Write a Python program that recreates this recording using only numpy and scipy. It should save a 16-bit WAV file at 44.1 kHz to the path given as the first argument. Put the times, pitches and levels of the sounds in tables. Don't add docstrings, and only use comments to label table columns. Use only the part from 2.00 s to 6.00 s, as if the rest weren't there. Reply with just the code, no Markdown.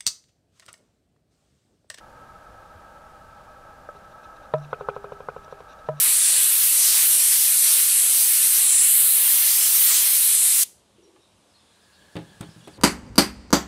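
import sys
import numpy as np
from scipy import signal
from scipy.fft import rfft, irfft
from scipy.io import wavfile

SR = 44100
rng = np.random.default_rng(int(sys.argv[2]) if len(sys.argv) > 2 else 0)


def invert_db(level):
    return 10 ** (np.asarray(level, dtype=float) / 20)


def dump_mix(stems):
    frames = np.atleast_2d(stems).T
    limited = np.clip(frames, -1, 1)
    pcm = np.round(limited * 32767).astype(np.int16)
    wavfile.write(sys.argv[1], SR, pcm)


N = 176400

# start in seconds, peak in dB, crack in dB.
DEEP_PULSES = [
    (2.5374, -9, -37.5),
    (3.8869, -12.5, -45.5),
    (3.4420, -39.5, -70),
]
# start in seconds, peak in dB, throat tension 0-1, sac ring in dB, crack in dB.
RUN_PULSES = [(2.7294, -13, .99, -46, -39.5), (2.8090, -19.5, 0.45, -35, -49),
              (2.8861, -12, 0.87, -32.5, -37), (2.9636, -20, 0.3, -36.5, -52),
              (3.0423, -22.5, 0.4, -36, -51), (3.1202, -22.5, 0, -39.5, -51), (3.2040, -26.5, 0, -48, -52),
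              (3.2858, -15.5, 0.83, -48, -46.5), (3.3633, -22, 0.2, -46.5, -52),
              (3.479, -33.5, 0.9, -70, -57), (3.525, -25, .02, -45, -55), (3.604, -29, .02, -52, -54),
              (1.949, -37.5, .02, -50, -62), (3.9950, -36, .05, -70, -51)]
# start in seconds, level in dB.
FIRST_PULSE = (1.8885, -26.5)
DEEP_MODES = [(466, -1.5, .033), (591, -10, .063), (627, -4.4, .115), (741, -7, .032), (985, 1.5, .017),
              (1303, -10.4, .033), (1780, -9, .013), (985, -29, .2)]
DEEP_SIGNS = [-1, -1, 1, 1, -1, -1, -1, -1]
TENSE_MODES = [(139, -25, .1), (450, -17, .09), (510, .5, .024), (704, -16, .057), (896, -8, .02),
               (1020, 3.5, .012), (1295, -5.7, .036), (1462, -7.5, .036), (2092, -18.4, .015)]
TENSE_SIGNS = [1, -1, -1, -1, 1, 1, -1, 1, -1]
SLACK_MODES = [(146, -17, .08), (397, -16, .04), (513, 3.4, .02), (676, -23, .032), (715, -9.4, .028),
               (1024, -.4, .013), (1223, -16, .024), (1309, -13, .032), (1487, -22, .026), (800, -20, .05)]
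SLACK_SIGNS = [1, 1, -1, 1, -1, 1, 1, -1, 1, 1]
FIRST_MODES = [(520, -6, .033), (582, -6.5, 0.06), (820, -11, .04), (990, -13, .02), (1200, -14, 0.033),
               (1295, -4.5, 0.06), (1585, -2.5, 0.022)]
FIRST_SIGNS = [-1, -1, 1, -1, 1, -1, 1]
# start in seconds, level in dB, frequency in Hz.
WET_TICKS = [(3.4456, -45.5, 5700), (4.4, -43.5, 5900), (2.6474, -41, 2670), (2.5378, -40, 3720),
             (3.7330, -53, 6700), (2.6, -51, 5700), (2.8880, -50.5, 5500), (4.2, -53, 5200),
             (3.8890, -53, 7200)]
# start in seconds, length in seconds, level in dB.
RASPS = [(1.945, 0.027, -65.5), (2.04, 0.011, -58.5), (2.105, .03, -66), (2.23, 0.024, -57.5),
         (2.357, .016, -58), (2.423, 0.038, -64.5), (2.51, 0.027, -69), (2.578, 0.01, -56.5),
         (2.615, 0.043, -59), (2.699, 0.026, -64), (2.787, 0.022, -66), (2.868, 0.011, -62),
         (2.942, 0.026, -60.5), (3.027, 0.026, -64), (3.114, 0.027, -64), (3.182, .025, -67),
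         (3.268, .035, -71), (3.35, 0.036, -69), (3.43, 0.021, -61), (3.503, 0.032, -62), (3.583, .03, -63),
         (3.681, 0.055, -58.5), (3.78, 0.023, -64), (3.856, 0.04, -61.5), (3.963, 0.051, -61)]
# frequency in Hz, width in Hz, level in dB.
RASP_PEAKS = [(2640, 360, 6), (3780, 390, 8.5), (4970, 110, -9), (5700, 540, 2)]
# frequency in Hz, width in Hz, level in dB.
TUB_PEAKS = [(487, 40, -7), (614, 86, -4.5), (804, 32.5, -0.5), (896.4, 52, -5), (1157, 45, -3.5),
             (1198, 120, -6.5), (1305.4, 32.6, 4), (1477, 137, -11), (1616, 126, -6.5)]
# time in seconds, level in dB rms.
HUM_LEVEL = [(0.0, -47.5), (0.79, -48), (1.2, -49), (2.64, -47), (3.72, -48.5), (4.0, -48)]
# frequency in Hz, level in dB rms.
MOTOR_LINES = [(1143, -70), (2472, -83)]
# frequency in Hz, level in dB.
HISS_SPECTRUM = [(20, -5.5), (48, -1), (110, -7.5), (300, -12), (2000, -23), (7000, -32.5), (12000, -36.5),
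                 (15800, -44.5)]
# start in seconds, level in dB.
BUMPS = [
    (0.486, -38),
    (0.750, -36.5),
]
BUMP_HZ = [52, 84]

MODE_SCATTER_DB = 1.0
TENSE_SWELL_S, SLACK_SWELL_S, DEEP_STOP_S = 0.002, 0.00125, 0.052
SAC_HZ, SAC_T60_S, SAC_SWELL_S = 403.6, 0.28, 0.005
BELLY_HZ, BELLY_DB, BELLY_T60_S, BELLY_STOP_S = 146.2, -17.5, 0.54, 0.21
VALLEY_HZ, VALLEY_WIDTH_HZ, VALLEY_DEPTH = 313, 60, 0.65
CRACK_LOW_HZ, CRACK_HIGH_HZ, CRACK_T60_S, EDGE_TOP_HZ = 1700, 4000, 0.014, 4200
SIZZLE_HZ, SIZZLE_WIDTH_HZ, SIZZLE_S = 2420, 260, 0.018
DEEP_SIZZLE_DB, RUN_SIZZLE_DB = -17.5, -12
TICK_T60_S, TICK_SWELL_S = 0.014, 0.0005
RASP_CLICKS_PER_S, RASP_ATTACK_S, RASP_STOP_S = 5000, 0.0084, 0.0024
HUM_LOW_HZ, HUM_TOP_HZ, HUM_FLICKER_DB = 420, 1782, 0.64
HISS_DB, RUMBLE_TOP_HZ, RUMBLE_FLICKER_DB, RUMBLE_FADE_DB_PER_S = -54, 150, 1, -0.4
BUMP_T60_S, BUMP_SWELL_S = 0.13, 0.015
CUTOFF_HZ = 16200


def rms_one(x):
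    return x / np.sqrt(np.mean(x ** 2) + 1e-20)


def drift(rate_hz):
    r = np.exp(-2 * np.pi * rate_hz / SR)
    slow = signal.lfilter([1], [1, -2 * r, r * r], rng.standard_normal(N + SR))
    return rms_one(slow[SR:])


def clicks(starts_s, gains):
    out = np.full(N, 1e-18)
    out[np.clip((np.asarray(starts_s) * SR).astype(int), 0, N - 1)] = gains
    return out


def ring(x, hz, t60_s, swell_s):
    r = invert_db(-60 / (t60_s * SR))
    w = 2 * np.pi * hz / SR

    def tone(r):
        return signal.lfilter([0, np.sin(w)], [1, -2 * r * np.cos(w), r * r], x)

    return tone(r) - tone(r * np.exp(-1 / (swell_s * SR)))


def resonate(x, peaks):
    out = 0
    for k, (hz, width_hz, db) in enumerate(peaks):
        r = np.exp(-np.pi * width_hz / SR)
        b = (1 - r * r) / 2 * np.array([1, 0, -1])
        a = [1, -2 * r * np.cos(2 * np.pi * hz / SR), r * r]
        out = out + (-1) ** k * invert_db(db) * signal.lfilter(b, a, x)
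    return out


def strike(starts_s, gains, modes, signs, swell_s):
    scatter_db = rng.normal(0, 1, (len(starts_s), len(modes))) * MODE_SCATTER_DB
    out = np.zeros(N)
    for k, ((hz, db, t60_s), sign) in enumerate(zip(modes, signs)):
        hits = clicks(starts_s, gains * sign * invert_db(db + scatter_db[:, k]))
        out += ring(hits, hz, t60_s, swell_s)
    return out


def frog():
    out = deep_pulses() + run_pulses()
    return out - VALLEY_DEPTH * resonate(out, [(VALLEY_HZ, VALLEY_WIDTH_HZ, 0)])


def deep_pulses():
    t = np.arange(N) / SR
    starts_s, peak_db, crack_db = np.transpose(DEEP_PULSES)
    closed = sum(np.clip((t - s - DEEP_STOP_S) / 0.006, 0, 1) * (t < s + 1 / 3) for s in starts_s)
    out = (1 - closed) * strike(starts_s, invert_db(peak_db), DEEP_MODES, DEEP_SIGNS, TENSE_SWELL_S)
    out += cracks(starts_s, crack_db, DEEP_SIZZLE_DB)
    for s, db in zip(starts_s, peak_db):
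        stop = np.clip((s + BELLY_STOP_S - t) / 0.012, 0, 1)
        out += stop * ring(clicks([s], invert_db(db + BELLY_DB)), BELLY_HZ, BELLY_T60_S, 0.002)
    return out


def run_pulses():
    t = np.arange(N) / SR
    starts_s, peak_db, tension, sac_db, crack_db = np.transpose(RUN_PULSES)
    out = strike(starts_s, invert_db(peak_db) * tension, TENSE_MODES, TENSE_SIGNS, TENSE_SWELL_S)
    out += strike(starts_s, invert_db(peak_db) * (1 - tension), SLACK_MODES, SLACK_SIGNS, SLACK_SWELL_S)
    out += cracks(starts_s, crack_db, RUN_SIZZLE_DB)
    for s, db in zip(starts_s, sac_db):
        next_s = np.min(starts_s[starts_s > s], initial=N / SR)
        stop = np.clip((next_s - t) / 0.003 + 1, 0, 1)
        out += stop * ring(clicks([s], invert_db(db)), SAC_HZ, SAC_T60_S, SAC_SWELL_S)
    return out


def cracks(starts_s, db, sizzle_db):
    start = clicks(starts_s + 0.001, invert_db(db))
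    fall = signal.lfilter([1], [1, -invert_db(-60 / (CRACK_T60_S * SR))], start)
    hold = signal.lfilter(np.ones(int(SIZZLE_S * SR)), [1], start)
    band = signal.butter(2, [CRACK_LOW_HZ, CRACK_HIGH_HZ], "band", fs=SR, output="sos")
    burst = rms_one(signal.sosfilt(band, rng.standard_normal(N)))
    sizzle = rms_one(resonate(rng.standard_normal(N), [(SIZZLE_HZ, SIZZLE_WIDTH_HZ, 0)]))
    edge = fall * burst + invert_db(sizzle_db) * hold * sizzle
    return signal.sosfilt(signal.butter(8, EDGE_TOP_HZ, fs=SR, output="sos"), edge)


def first_pulse():
    start_s, db = FIRST_PULSE
    return strike([start_s], invert_db(db), FIRST_MODES, FIRST_SIGNS, SLACK_SWELL_S)


def wet_ticks():
    return sum(ring(clicks([s], invert_db(db)), hz, TICK_T60_S, TICK_SWELL_S) for s, db, hz in WET_TICKS)


def rasps():
    t = np.arange(N) / SR
    gate = np.zeros(N)
    for start_s, length_s, db in RASPS:
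        rise = (t - start_s) / RASP_ATTACK_S
        fall = (start_s + length_s - t) / RASP_STOP_S
        gate += invert_db(db) * np.clip(np.minimum(rise, fall), 0, 1)
    grains = rng.standard_normal(N) * (rng.random(N) < RASP_CLICKS_PER_S / SR)
    voice = np.zeros(N)
    for hz, width_hz, db in RASP_PEAKS:
        narrow = resonate(grains, [(hz, width_hz, db)])
        voice += resonate(narrow, [(hz, 2 * width_hz, 0)])
    return gate * rms_one(voice)


def hum():
    air = resonate(rng.standard_normal(N), TUB_PEAKS)
    air = signal.sosfilt(signal.butter(8, HUM_TOP_HZ, fs=SR, output="sos"), air)
    air = signal.sosfilt(signal.butter(4, HUM_LOW_HZ, "high", fs=SR, output="sos"), air)
    times_s, db = np.transpose(HUM_LEVEL)
    level_db = np.interp(np.arange(N) / SR, times_s, db)
    return rms_one(air) * invert_db(level_db + HUM_FLICKER_DB * drift(4))


def motor():
    t = np.arange(N) / SR
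    return sum(invert_db(db + 3) * np.sin(2 * np.pi * hz * t) for hz, db in MOTOR_LINES)


def bumps():
    return sum(ring(clicks([s], invert_db(db + 1.5)), hz, BUMP_T60_S, BUMP_SWELL_S)
               for (s, db), hz in zip(BUMPS, BUMP_HZ))


def hiss():
    hz = np.maximum(np.arange(N // 2 + 1) * SR / N, 1)
    at_hz, db = np.transpose(HISS_SPECTRUM)
    shape = invert_db(np.interp(np.log(hz), np.log(at_hz), db)) * (hz > 8)
    shaped = rfft(rng.standard_normal(N)) * shape
    low = 1 / (1 + (hz / RUMBLE_TOP_HZ) ** 4)
    fade_db = RUMBLE_FADE_DB_PER_S * (np.arange(N) - N / 2) / SR
    rumble = irfft(shaped * low, N) * invert_db(RUMBLE_FLICKER_DB * drift(6.5) + fade_db)
    return invert_db(HISS_DB) * rms_one(rumble + irfft(shaped * (1 - low), N))


def scene():
    near = frog() + first_pulse() + wet_ticks() + rasps()
    return (near + hum() + motor() + bumps() + hiss())[None]


def top_cut(x):
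    return signal.sosfilt(signal.butter(12, 15840, fs=SR, output="sos"), x)


def record(dry):
    low_pass = signal.cheby2(16, 50, CUTOFF_HZ, fs=SR, output="sos")
    return top_cut(signal.sosfilt(low_pass, dry))


dry = scene()
out = record(dry)
dump_mix(out)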